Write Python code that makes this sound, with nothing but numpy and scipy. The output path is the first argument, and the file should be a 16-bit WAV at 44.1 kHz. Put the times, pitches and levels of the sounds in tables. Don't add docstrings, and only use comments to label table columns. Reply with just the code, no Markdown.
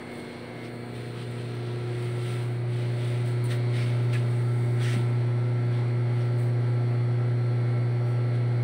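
import sys
import numpy as np
from scipy import signal
from scipy.fft import rfft, irfft, next_fast_len
from scipy.io import wavfile
from scipy.ndimage import uniform_filter1d

SR = 44100
rng = np.random.default_rng(int(sys.argv[2]) if len(sys.argv) > 2 else 0)


def boost(x):
    u = np.asarray(x, float) / 20
    return 10 ** u


def int16_out(signal):
    q = np.round(np.clip(np.atleast_2d(signal).T, -1, 1) * 32767)
    wavfile.write(sys.argv[1], SR, q.astype(np.int16))


N = 380583
T = np.arange(N) / SR

CORE_HZ, SHAFT_HZ, BUZZ_HZ, CLOCK_HZ, WHINE_HZ = 119.99, 29.955, 60.42, 1000, 1340.5
BELT_HZ, HUNT_HZ = 11.6, 12
LOUD_ORDER = 36
SOUND_M_PER_S = 343
AIR_DB, ROOM_RIPPLE_DB = -42.5, 2.4
SCUFF_DROP_DB, SCUFF_ROUND = 14, 1.52
FLUTTER_DB = 1.8
FINE_DB, DUST_DB, DUST_FOLLOWS = -12, -5.5, 1.3
LONG_DRAG_S = 0.17
SHORT_END, LONG_END = 1, 1.08

# time in seconds, share of the way from first to last standpoint (0-1).
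WALK_SHARE = [(0, 0.5), (.7, 0), (1.3, 0.1), (2, 0.8), (2.7, 0.5), (3.5, 0.94), (4.5, 1), (6, 0.9),
              (8.63, 0.85)]
# time in seconds, standpoint number (0-7).
STANDPOINT_PATH = [(.7, 0), (1, 1), (1.4, 1), (2, 2), (2.8, 3), (3.65, 4), (4.5, 5), (5.5, 6), (6.3, 7),
                   (8.63, 7)]
# time in seconds, distance from a still point of the hum in metres.
WAVE_PATH = [(0, .008), (.3, .02), (.5, .032), (.9, .076), (1.3, .118), (1.7, .165), (2.1, .215),
             (2.5, .25), (2.9, .3), (3.3, .36), (3.7, .4), (4.1, .49), (4.3, .44), (4.9, .48), (5.7, .43),
             (6.6, .495), (8.15, .45), (8.63, .5)]

# level at the wave's loudest spot in dB, level of the scattered sound in dB.
CORE_LEVELS = (-23.3, -62)
# time in seconds, 2nd harmonic in dB, 3rd harmonic in dB.
CORE_OVERTONES = [(0, -44, -48), (.2, -42.5, -47), (.45, -46, -49), (.85, -43, -46.5), (1.15, -48, -47),
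                  (1.4, -45, -44.5), (1.7, -49, -40.5), (2, -56, -38), (2.2, -56, -38.5), (2.5, -55, -42.5),
                  (2.75, -54, -40), (3.15, -53, -40.5), (3.6, -49, -39), (3.9, -46, -42),
                  (4.9, -45.5, -39.5), (5.2, -45.5, -41), (6.2, -45.5, -40.5), (8.63, -46, -42)]
# multiple of the shaft speed, then level in dB at each of eight standpoints.
SHAFT_ORDERS = [(5, -59, -54, -57, -57, -62, -68, -66, -65), (9, -56, -56, -56, -51, -49, -52, -50, -50),
                (10, -53, -55, -61, -56, -56, -56, -57, -58), (13, -68, -61, -60, -56, -54, -52, -53, -55),
                (14, -56, -48, -53, -55, -52, -52, -55, -54), (16, -52, -51, -51, -72, -56, -58, -55, -55),
                (17, -53, -60, -58, -55, -52, -57, -54, -51), (19, -68, -69, -65, -59, -57, -61, -61, -60),
                (20, -58, -60, -71, -55, -53, -53, -55, -55), (24, -57, -56, -57, -58, -60, -59, -58, -61),
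                (28, -77, -67, -68, -64, -59, -61, -59, -58), (32, -65, -68, -67, -71, -66, -75, -70, -69)]
# multiple of its speed, then level in dB at each of eight standpoints.
BUZZ_ORDERS = [(26, -66, -78, -68, -67, -72, -71, -69, -63), (27, -68, -66, -68, -69, -66, -62, -62, -63),
               (28, -62, -71, -72, -73, -72, -71, -69, -73), (30, -65, -79, -70, -75, -72, -77, -74, -68),
               (31, -75, -72, -65, -73, -65, -65, -64, -68), (32, -69, -64, -75, -70, -61, -67, -67, -61),
               (33, -70, -67, -61, -57, -62, -64, -63, -63), (34, -57, -66, -68, -70, -66, -62, -58, -61),
               (35, -71, -76, -64, -60, -60, -60, -60, -63), (37, -77, -78, -66, -62, -59, -63, -65, -65),
               (38, -63, -60, -77, -65, -63, -69, -72, -76)]
# multiple of its speed, then level in dB at each of eight standpoints.
HIGH_BUZZ_ORDERS = [(54, -78, -78, -73, -71, -69, -77, -78, -73),
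                    (56, -72, -71, -70, -80, -72, -80, -68, -71),
                    (58, -70, -72, -72, -71, -76, -69, -72, -73),
                    (60, -78, -67, -71, -66, -75, -69, -73, -76),
                    (64, -76, -75, -72, -70, -66, -77, -76, -79),
                    (66, -72, -69, -71, -76, -69, -72, -71, -71),
                    (68, -71, -65, -68, -71, -67, -72, -71, -71),
                    (70, -65, -66, -72, -67, -63, -73, -73, -68),
                    (72, -69, -70, -70, -70, -65, -71, -68, -69),
                    (74, -70, -75, -75, -70, -73, -73, -75, -70),
                    (76, -75, -77, -75, -75, -72, -69, -74, -73),
                    (92, -86, -88, -80, -87, -77, -81, -83, -84)]
# time in seconds, level in dB.
BUZZ_TURNING = [(0, -1), (.7, 0), (1, -1), (2.4, -1), (2.65, -3), (2.9, -1), (8.63, -1)]
# time in seconds, level in dB.
LOUD_BUZZ_FADES = [(0, -51), (.25, -53), (.45, -59), (.65, -54), (.9, -65), (1.7, -71), (1.9, -59),
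                   (2.3, -57), (2.7, -69), (3.5, -63), (3.9, -57), (4.25, -65), (4.85, -55), (5.3, -67),
                   (5.9, -58), (7.2, -67), (7.7, -58), (8.1, -63), (8.63, -57)]
# pitch in Hz,
# then level in dB at each of eight standpoints.
PANEL_TONES = [(161, -56, -54, -52, -55, -55, -58, -62, -58),
               (180.2, -67, -59, -55, -53, -56, -55, -52, -53),
               (228, -66, -70, -64, -55, -56, -58, -58, -59),
               (330.5, -56, -54, -55, -56, -58, -54, -57, -57),
               (450.5, -53, -64, -57, -58, -58, -61, -62, -62),
               (540, -75, -70, -66, -74, -72, -73, -73, -65), (592, -68, -74, -63, -57, -56, -56, -59, -59),
               (660, -67, -66, -73, -65, -68, -66, -69, -70), (690, -74, -69, -76, -67, -78, -68, -67, -67),
               (797, -68, -77, -68, -72, -70, -73, -64, -62), (622, -70, -70, -68, -68, -67, -66, -64, -64),
               (866, -63, -70, -70, -66, -63, -62, -64, -66), (967, -66, -69, -68, -72, -68, -74, -70, -67),
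               (1259, -76, -76, -74, -72, -72, -70, -68, -67),
               (1510, -74, -74, -72, -70, -70, -68, -66, -70),
               (2356, -78, -78, -76, -74, -74, -74, -72, -73),
               (5666, -88, -94, -93, -87, -91, -87, -79, -79)]
# time in seconds, level in dB.
WHINE_FADES = [(0, -74), (.5, -74), (.7, -63), (1.5, -62), (1.7, -56), (1.95, -59), (2.3, -54.5),
               (2.5, -57), (2.7, -68), (3.1, -55), (3.35, -55.5), (3.6, -60), (4.1, -54.5), (5.3, -53),
               (6.3, -55.5), (7.5, -53.5), (8.3, -54), (8.63, -57)]
# frequency in Hz, level in dB per Hz at the first standpoint, at the last.
AIR_SPECTRUM = [(19.8, -27.5, -30), (45, -20, -15.5), (63.7, -17, -22), (98, 0, 1), (171, -0.5, -2),
                (250, -6, -1), (418, -3, -4), (827, -13, -7.5), (1050, -14.5, -13), (2200, -17, -14),
                (2690, -22, -22), (4780, -35, -29), (6200, -50, -34.5), (15900, -34, -39)]

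# multiple of the clock pitch, level in dB.
CLOCK_TONES = [(6, -101), (7, -100), (8, -92), (9, -86), (10, -102), (12, -120), (13, -86), (14, -91),
               (15, -100)]
# on in seconds, off in seconds.
CLOCK_TIMES = [(0, 1.5), (1.72, 2.58), (2.72, 5.8), (5.86, 5.91), (6.71, 7.52), (7.56, 7.6), (7.64, 7.67),
               (7.74, 8.01), (8.04, 8.07), (8.12, 8.15)]
# frequency in Hz, gain in dB.
MIC_RESPONSE = [(4700, 0), (5200, -4), (6000, -3), (6800, -9.5), (7800, 0), (9400, 5.5), (10000, -7),
                (10800, -11.5), (11700, -22), (12700, -16), (13500, -11), (15500, -8)]

# frequency in Hz, level in dB.
COARSE_SPECTRUM = [(700, -33.5), (1250, -7), (1600, -7), (2200, -5), (2900, -6), (3600, -6.5), (5700, -17),
                   (8000, -22.5)]
# frequency in Hz, level in dB.
FINE_SPECTRUM = [(4000, -29), (6500, -7.5), (7700, -3), (9000, -1), (11000, -12), (12500, -18.5)]
# frequency in Hz, level in dB.
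DUST_SPECTRUM = [(10500, -26), (12500, -1), (14000, -7), (16000, -2.5)]
# time in seconds, effort in dB, brightness in dB.
RUSTLE_EFFORT = [(0, -55.5, 0), (.4, -55, -4.5), (.8, -61.5, 6.5), (1.3, -54, 1), (1.8, -55, -3.5),
                 (2.2, -52, -1), (2.52, -63, 10), (2.65, -65, 2), (2.74, -50, -4), (3.2, -56, 1.5),
                 (3.65, -54.5, -8), (4.05, -57, 3), (4.35, -55, 5), (4.7, -63, 9), (5.15, -59.5, 0),
                 (5.6, -71, 1), (6, -74.5, -3), (8.63, -68, -3)]
# peak time, rise and fall in seconds, peak level in dB, brightness in dB.
SCUFF_EVENTS = [(.19, .14, 0.077, -59, 10), (.65, 0.04, 0.046, -52, -9), (.96, 0.032, 0.21, -54, 1),
                (1.22, 0.11, 0.038, -51, -8), (1.42, 0.1, .08, -56, 0), (1.55, .04, .04, -61, 1),
                (2.03, 0.14, 0.17, -51, 1), (2.29, 0.11, 0.24, -46.5, 1), (3.08, 0.16, 0.21, -49, 0),
                (3.275, 0.033, 0.097, -52, 6), (3.455, 0.015, 0.05, -53, 10),
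                (3.513, .025, 0.071, -43, 1.5), (3.765, 0.048, 0.21, -44, -2.5),
                (4.136, 0.0098, 0.077, -43, .6), (4.83, 0.046, 0.13, -44, 1), (4.92, 0.12, 0.13, -44, 2.5),
                (5.766, .13, .18, -55.5, -11), (6.214, 0.17, 0.17, -54.5, -5), (6.39, .02, 0.14, -59, 11),
                (6.67, 0.088, .08, -60, -2), (6.93, .08, .05, -66, 6), (7.69, .05, .04, -59, -14),
                (8.09, 0.045, .08, -68, 14), (8.35, .02, .04, -56, -5)]
# start in seconds,
# length in seconds, pitch in Hz, width in Hz, level in dB.
SOLE_RINGS = [(.63, .06, 5300, 900, -62), (3.441, .04, 9200, 500, -56), (3.443, .02, 14600, 2000, -54),
              (3.486, .075, 1880, 200, -44), (3.502, .031, 3720, 200, -51), (3.5, .05, 2430, 250, -55),
              (3.75, .11, 2270, 120, -47), (3.75, .06, 3890, 100, -52), (3.806, .12, 2470, 250, -56),
              (4.127, .047, 2010, 150, -44), (4.123, .05, 2450, 150, -42), (4.12, .079, 1710, 50, -48),
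              (4.8, .07, 3360, 120, -50), (4.837, .13, 3000, 700, -51), (4.78, .2, 1640, 260, -46.5),
              (4.799, .21, 1960, 400, -45.5), (4.8, .18, 5500, 1200, -47.5), (5.698, .15, 3400, 500, -58),
              (3.49, .06, 6200, 1500, -53), (3.46, .14, 13800, 2500, -52.5), (3.71, .13, 1900, 500, -49),
              (4.12, .04, 6200, 1500, -56), (4.79, .1, 6200, 1500, -55), (4.775, .06, 1500, 400, -48),
              (3.73, .16, 5250, 400, -56), (3.78, .09, 4550, 150, -57), (3.84, .1, 2150, 120, -53),
              (6.19, .06, 5450, 350, -63), (6.36, .12, 14800, 1500, -60), (1.37, .07, 3100, 300, -56),
              (.48, .16, 720, 25, -53), (1.8, .16, 720, 25, -55), (5.72, .12, 5400, 300, -68)]

# start in seconds, peak in dB, time to fall 60 dB in seconds, lowest frequency in Hz.
JOINT_TICKS = [
    (0.188, -52, 0.005, 8000),
    (1.3136, -47, 0.005, 8000),
    (1.5519, -52, 0.005, 8000),
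    (2.0256, -45, 0.005, 8000),
    (2.2238, -56, .005, 6000),
    (2.7601, -53, 0.005, 8000),
    (3.259, -44, 0.005, 8000),
    (6.3789, -56, .008, 8000),
    (3.4420, -31, 0.006, 8000),
]
# frequency in Hz, gain in dB.
TICK_RESPONSE = [(6000, -6), (8500, 3), (10500, 2), (11600, -4), (12500, -12), (13500, -3), (15000, -1),
                 (16000, -4), (16600, -20)]
# start in seconds, level in dB, pitch in Hz, time to fall 60 dB in seconds.
STEP_THUDS = [
    (1.95, -40, 60, .15),
    (3.46, -48, 49, .1),
    (4.966, -35, 190, 0.3),
    (4.998, -27, 340, 0.044),
    (4.9621, -17, 220, 0.03),
]
# time in seconds, pitch in Hz, level in dB.
RUBBER_SQUEAKS = [
    [(6.06, 9800, -90), (6.09, 10700, -84), (6.12, 11400, -92)],
    [(6.13, 12500, -93), (6.17, 12900, -86), (6.23, 13100, -90)],
    [(6.14, 13600, -90), (6.18, 14100, -84), (6.26, 14400, -90), (6.33, 13800, -86)],
    [(6.13, 14900, -86), (6.17, 15500, -81), (6.22, 15300, -90), (6.26, 15700, -76), (6.33, 15000, -83)],
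]


def evened(x):
    return x / np.sqrt(np.mean(x ** 2) + 1e-20)


def read(points, hz, column=1):
    rows = np.transpose(points)
    return np.interp(np.log(hz + 1), np.log(rows[0] + 1), rows[column])


def curve(rows):
    s, *columns = np.transpose(rows)
    return [np.interp(T, s, c) for c in columns]


def drift(top_hz):
    t = T[::256]
    hz = np.geomspace(top_hz / 20, top_hz, num=16)[:, None]
    waves = np.sin(2 * np.pi * (hz * t + rng.random(hz.shape)))
    slow = (waves / np.sqrt(hz)).sum(0)
    return np.interp(T, t, evened(slow))


def coloured(x, points):
    size = next_fast_len(N)
    gain = boost(read(points, np.fft.rfftfreq(size, 1 / SR)))
    return irfft(rfft(x, size) * gain, size)[:N]


def tone(turns, db):
    return np.sqrt(2) * boost(db) * np.cos(2 * np.pi * turns)


def gated(active, samples):
    return uniform_filter1d(active, size=samples)


def core():
    crest_db, scattered_db = CORE_LEVELS
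    turns = CORE_HZ * T + 0.0017 * drift(30)
    metres = curve(WAVE_PATH)[0]
    wave = boost(crest_db) * np.sin(2 * np.pi * CORE_HZ * metres / SOUND_M_PER_S)
    hum_db = 10 * np.log10(wave ** 2 + boost(2 * scattered_db))
    out = np.zeros(N)
    for k, db in enumerate([hum_db, *curve(CORE_OVERTONES)]):
        tremble_db = (0.17 + 0.11 * k) * drift(40)
        out += tone((k + 1) * turns - 0.12 * k, db + tremble_db)
    return out


def orders(rows, turns, place, fade_db, fade_hz, spread, slip, shift=0):
    out = np.zeros(N)
    for k, *standpoint_db in rows:
        phase = k * turns + shift + spread * rng.random() + slip * drift(fade_hz)
        db = np.interp(place, range(len(standpoint_db)), standpoint_db)
        out += tone(phase, db + fade_db * drift(fade_hz))
    return out


def machines():
    place = curve(STANDPOINT_PATH)[0]
    shaft_turns = SHAFT_HZ * T + 0.0007 * drift(4)
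    shaft = orders(SHAFT_ORDERS, shaft_turns, place, 1.6, 20, spread=0.6, slip=0.015)

    belt = 2 * np.pi * (BELT_HZ * T + 0.12 * drift(3))
    turns = BUZZ_HZ * T + 0.0005 * drift(8)
    wobbled = turns + 0.0029 * np.sin(belt)
    buzz = orders(BUZZ_ORDERS, wobbled, place, 1.8, 16, spread=1, slip=0.03)
    hunt = np.cumsum(HUNT_HZ * np.tanh(2.5 * drift(5))) / SR
    high_turns = turns + 0.001 * np.sin(belt)
    high = boost(0.8) * orders(HIGH_BUZZ_ORDERS, high_turns, place, 2, 20, spread=1, slip=0.05, shift=hunt)
    loud_turns = LOUD_ORDER * wobbled + rng.random() + 0.03 * drift(30)
    loud = tone(loud_turns, curve(LOUD_BUZZ_FADES)[0] + 2.2 * drift(20))

    panels = orders(PANEL_TONES, T + 0.00009 * drift(14), place, 2, 24, spread=1, slip=0.045)
    whine_turns = WHINE_HZ * T + rng.random() + 0.06 * drift(30)
    whine = tone(whine_turns, curve(WHINE_FADES)[0] - 0.7 + 2 * drift(30))
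    turning = boost(curve(BUZZ_TURNING)[0])
    return boost(-0.8) * shaft + turning * (buzz + high) + loud + boost(0.54) * panels + whine


def air(walk):
    frames, hz = N // 512 + 5, np.fft.rfftfreq(2048, 1 / SR)
    a, b, patches = rng.standard_normal((3, len(hz), frames))
    patches = uniform_filter1d(patches, size=16, axis=0)
    patches = evened(uniform_filter1d(patches, size=8, axis=1))
    share = np.interp(np.arange(frames) * 512, np.arange(N), walk)
    first = read(AIR_SPECTRUM, hz)[:, None]
    last = read(AIR_SPECTRUM, hz, 2)[:, None]
    z = (a + 1j * b) * boost(first + (last - first) * share + 0.94 * patches)
    noise = signal.istft(z, nperseg=2048, noverlap=1536)[1][:N]
    return boost(AIR_DB) * evened(noise)


def room(x):
    hz, t, z = signal.stft(x, SR, nperseg=8192)
    count = len(STANDPOINT_PATH)
    ripple = evened(uniform_filter1d(rng.standard_normal((len(hz), count)), size=3, axis=0))
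    place = np.interp(t, *np.transpose(STANDPOINT_PATH))
    near = np.clip(1 - abs(place - np.arange(count)[:, None]), 0, 1)
    field = ripple @ (near / np.linalg.norm(near, axis=0))
    reach = 1 / (1 + (hz / 3000) ** 2) * (hz > 200)
    gain = boost(ROOM_RIPPLE_DB * reach[:, None] * (field - 0.3))
    return signal.istft(z * gain, SR, nperseg=8192)[1][:N]


def clock():
    active = sum(1. * (T >= on) * (T < off) for on, off in CLOCK_TIMES)
    whine = sum(tone(k * CLOCK_HZ * T + rng.random(), db + 1.3 * drift(20)) for k, db in CLOCK_TONES)
    return 0.92 * gated(active, 400) * whine


def rubbing(follows):
    effort_db, bright_db = curve(RUSTLE_EFFORT)
    power = boost(2 * (effort_db + follows * bright_db + FLUTTER_DB * drift(10)))
    for s, rise, fall, db, bright in SCUFF_EVENTS:
        near = slice(max(round((s - 3 * rise) * SR), 0), round((s + 3 * fall) * SR))
        away = np.maximum((s - T[near]) / rise, (T[near] - s) / fall)
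        power[near] += boost(2 * (db + follows * bright - SCUFF_DROP_DB * away ** SCUFF_ROUND))
    return np.sqrt(power)


def grit(points, per_s, spread_db):
    size_db = spread_db * np.minimum(rng.exponential(1, N), 4)
    grains = boost(size_db) * rng.standard_normal(N)
    struck = rng.random(N) < per_s / SR
    return evened(coloured(grains * struck, points))


def resonate(x, hz, width):
    turn = np.exp(2j * np.pi * np.cumsum(hz) / SR)
    r = np.exp(-np.pi * width / SR)
    return 2 * (turn * signal.lfilter([1 - r], [1, -r], x / turn)).real


def scuffs():
    out = rubbing(0) * boost(1.5) * grit(COARSE_SPECTRUM, per_s=20000, spread_db=2.5)
    out += rubbing(0.97) * boost(FINE_DB) * grit(FINE_SPECTRUM, per_s=13000, spread_db=1.5)
    out += rubbing(DUST_FOLLOWS) * boost(DUST_DB) * grit(DUST_SPECTRUM, per_s=15000, spread_db=3.0)
    for s, length, start_hz, width_hz, db in SOLE_RINGS:
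        drive = rng.standard_normal(round(length * SR))
        end = LONG_END if length > LONG_DRAG_S else SHORT_END
        hz = start_hz * np.linspace(1, end, len(drive))
        ring = resonate(drive, hz, width_hz)
        ring = evened(resonate(ring, hz, 3.5 * width_hz))
        out[round(s * SR):][:len(hz)] += boost(db) * ring * signal.windows.tukey(len(hz), 0.7)
    return out


def ticks(rows):
    out, t = np.zeros(N), T[:1500]
    for s, db, t60, low_hz in rows:
        crack = 0.44 * rng.standard_normal(len(t)) * boost(-60 * t / t60)
        crack[0] += 1.3
        band = signal.butter(2, [low_hz, 16300], "band", fs=SR, output="sos")
        out[round(s * SR):][:len(t)] += boost(db + 7.5) * signal.sosfilt(band, crack)
    return coloured(out, TICK_RESPONSE)


def knocks():
    out, t = np.zeros(N), T[:9000]
    for s, db, hz, t60 in STEP_THUDS:
        swell = (1 - np.exp(-t / 0.001)) * boost(db - 60 * t / t60)
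        low_cut = signal.butter(2, 0.55 * hz, "high", fs=SR, output="sos")
        thud = swell * np.sin(2 * np.pi * hz * t)
        out[round(s * SR):][:len(t)] += signal.sosfilt(low_cut, thud)
    return out


def squeaks():
    out = np.zeros(N)
    for rows in RUBBER_SQUEAKS:
        hz, db = curve(rows)
        active = 1. * (T > rows[0][0]) * (T < rows[-1][0])
        turns = np.cumsum(hz + 30 * drift(60)) / SR
        out += gated(active, 600) * tone(turns, db)
    return out


def scene():
    walk = np.clip(curve(WALK_SHARE)[0], 0, 1)
    noises = room(air(walk)) + scuffs() + knocks()
    return (core() + machines() + coloured(noises, MIC_RESPONSE) + squeaks())[None]


def band_limit(x):
    return signal.sosfilt(signal.butter(12, 16560, fs=SR, output="sos"), x)


def record(dry):
    edge = signal.firwin(1023, 15740, window=("kaiser", 9), fs=SR)[None]
    captured = dry + clock() + ticks(JOINT_TICKS[:-1]) - 0.0006
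    limited = signal.oaconvolve(captured, edge, "same")
    return band_limit(limited + ticks(JOINT_TICKS[-1:]))


dry = scene()
out = record(dry)
int16_out(out)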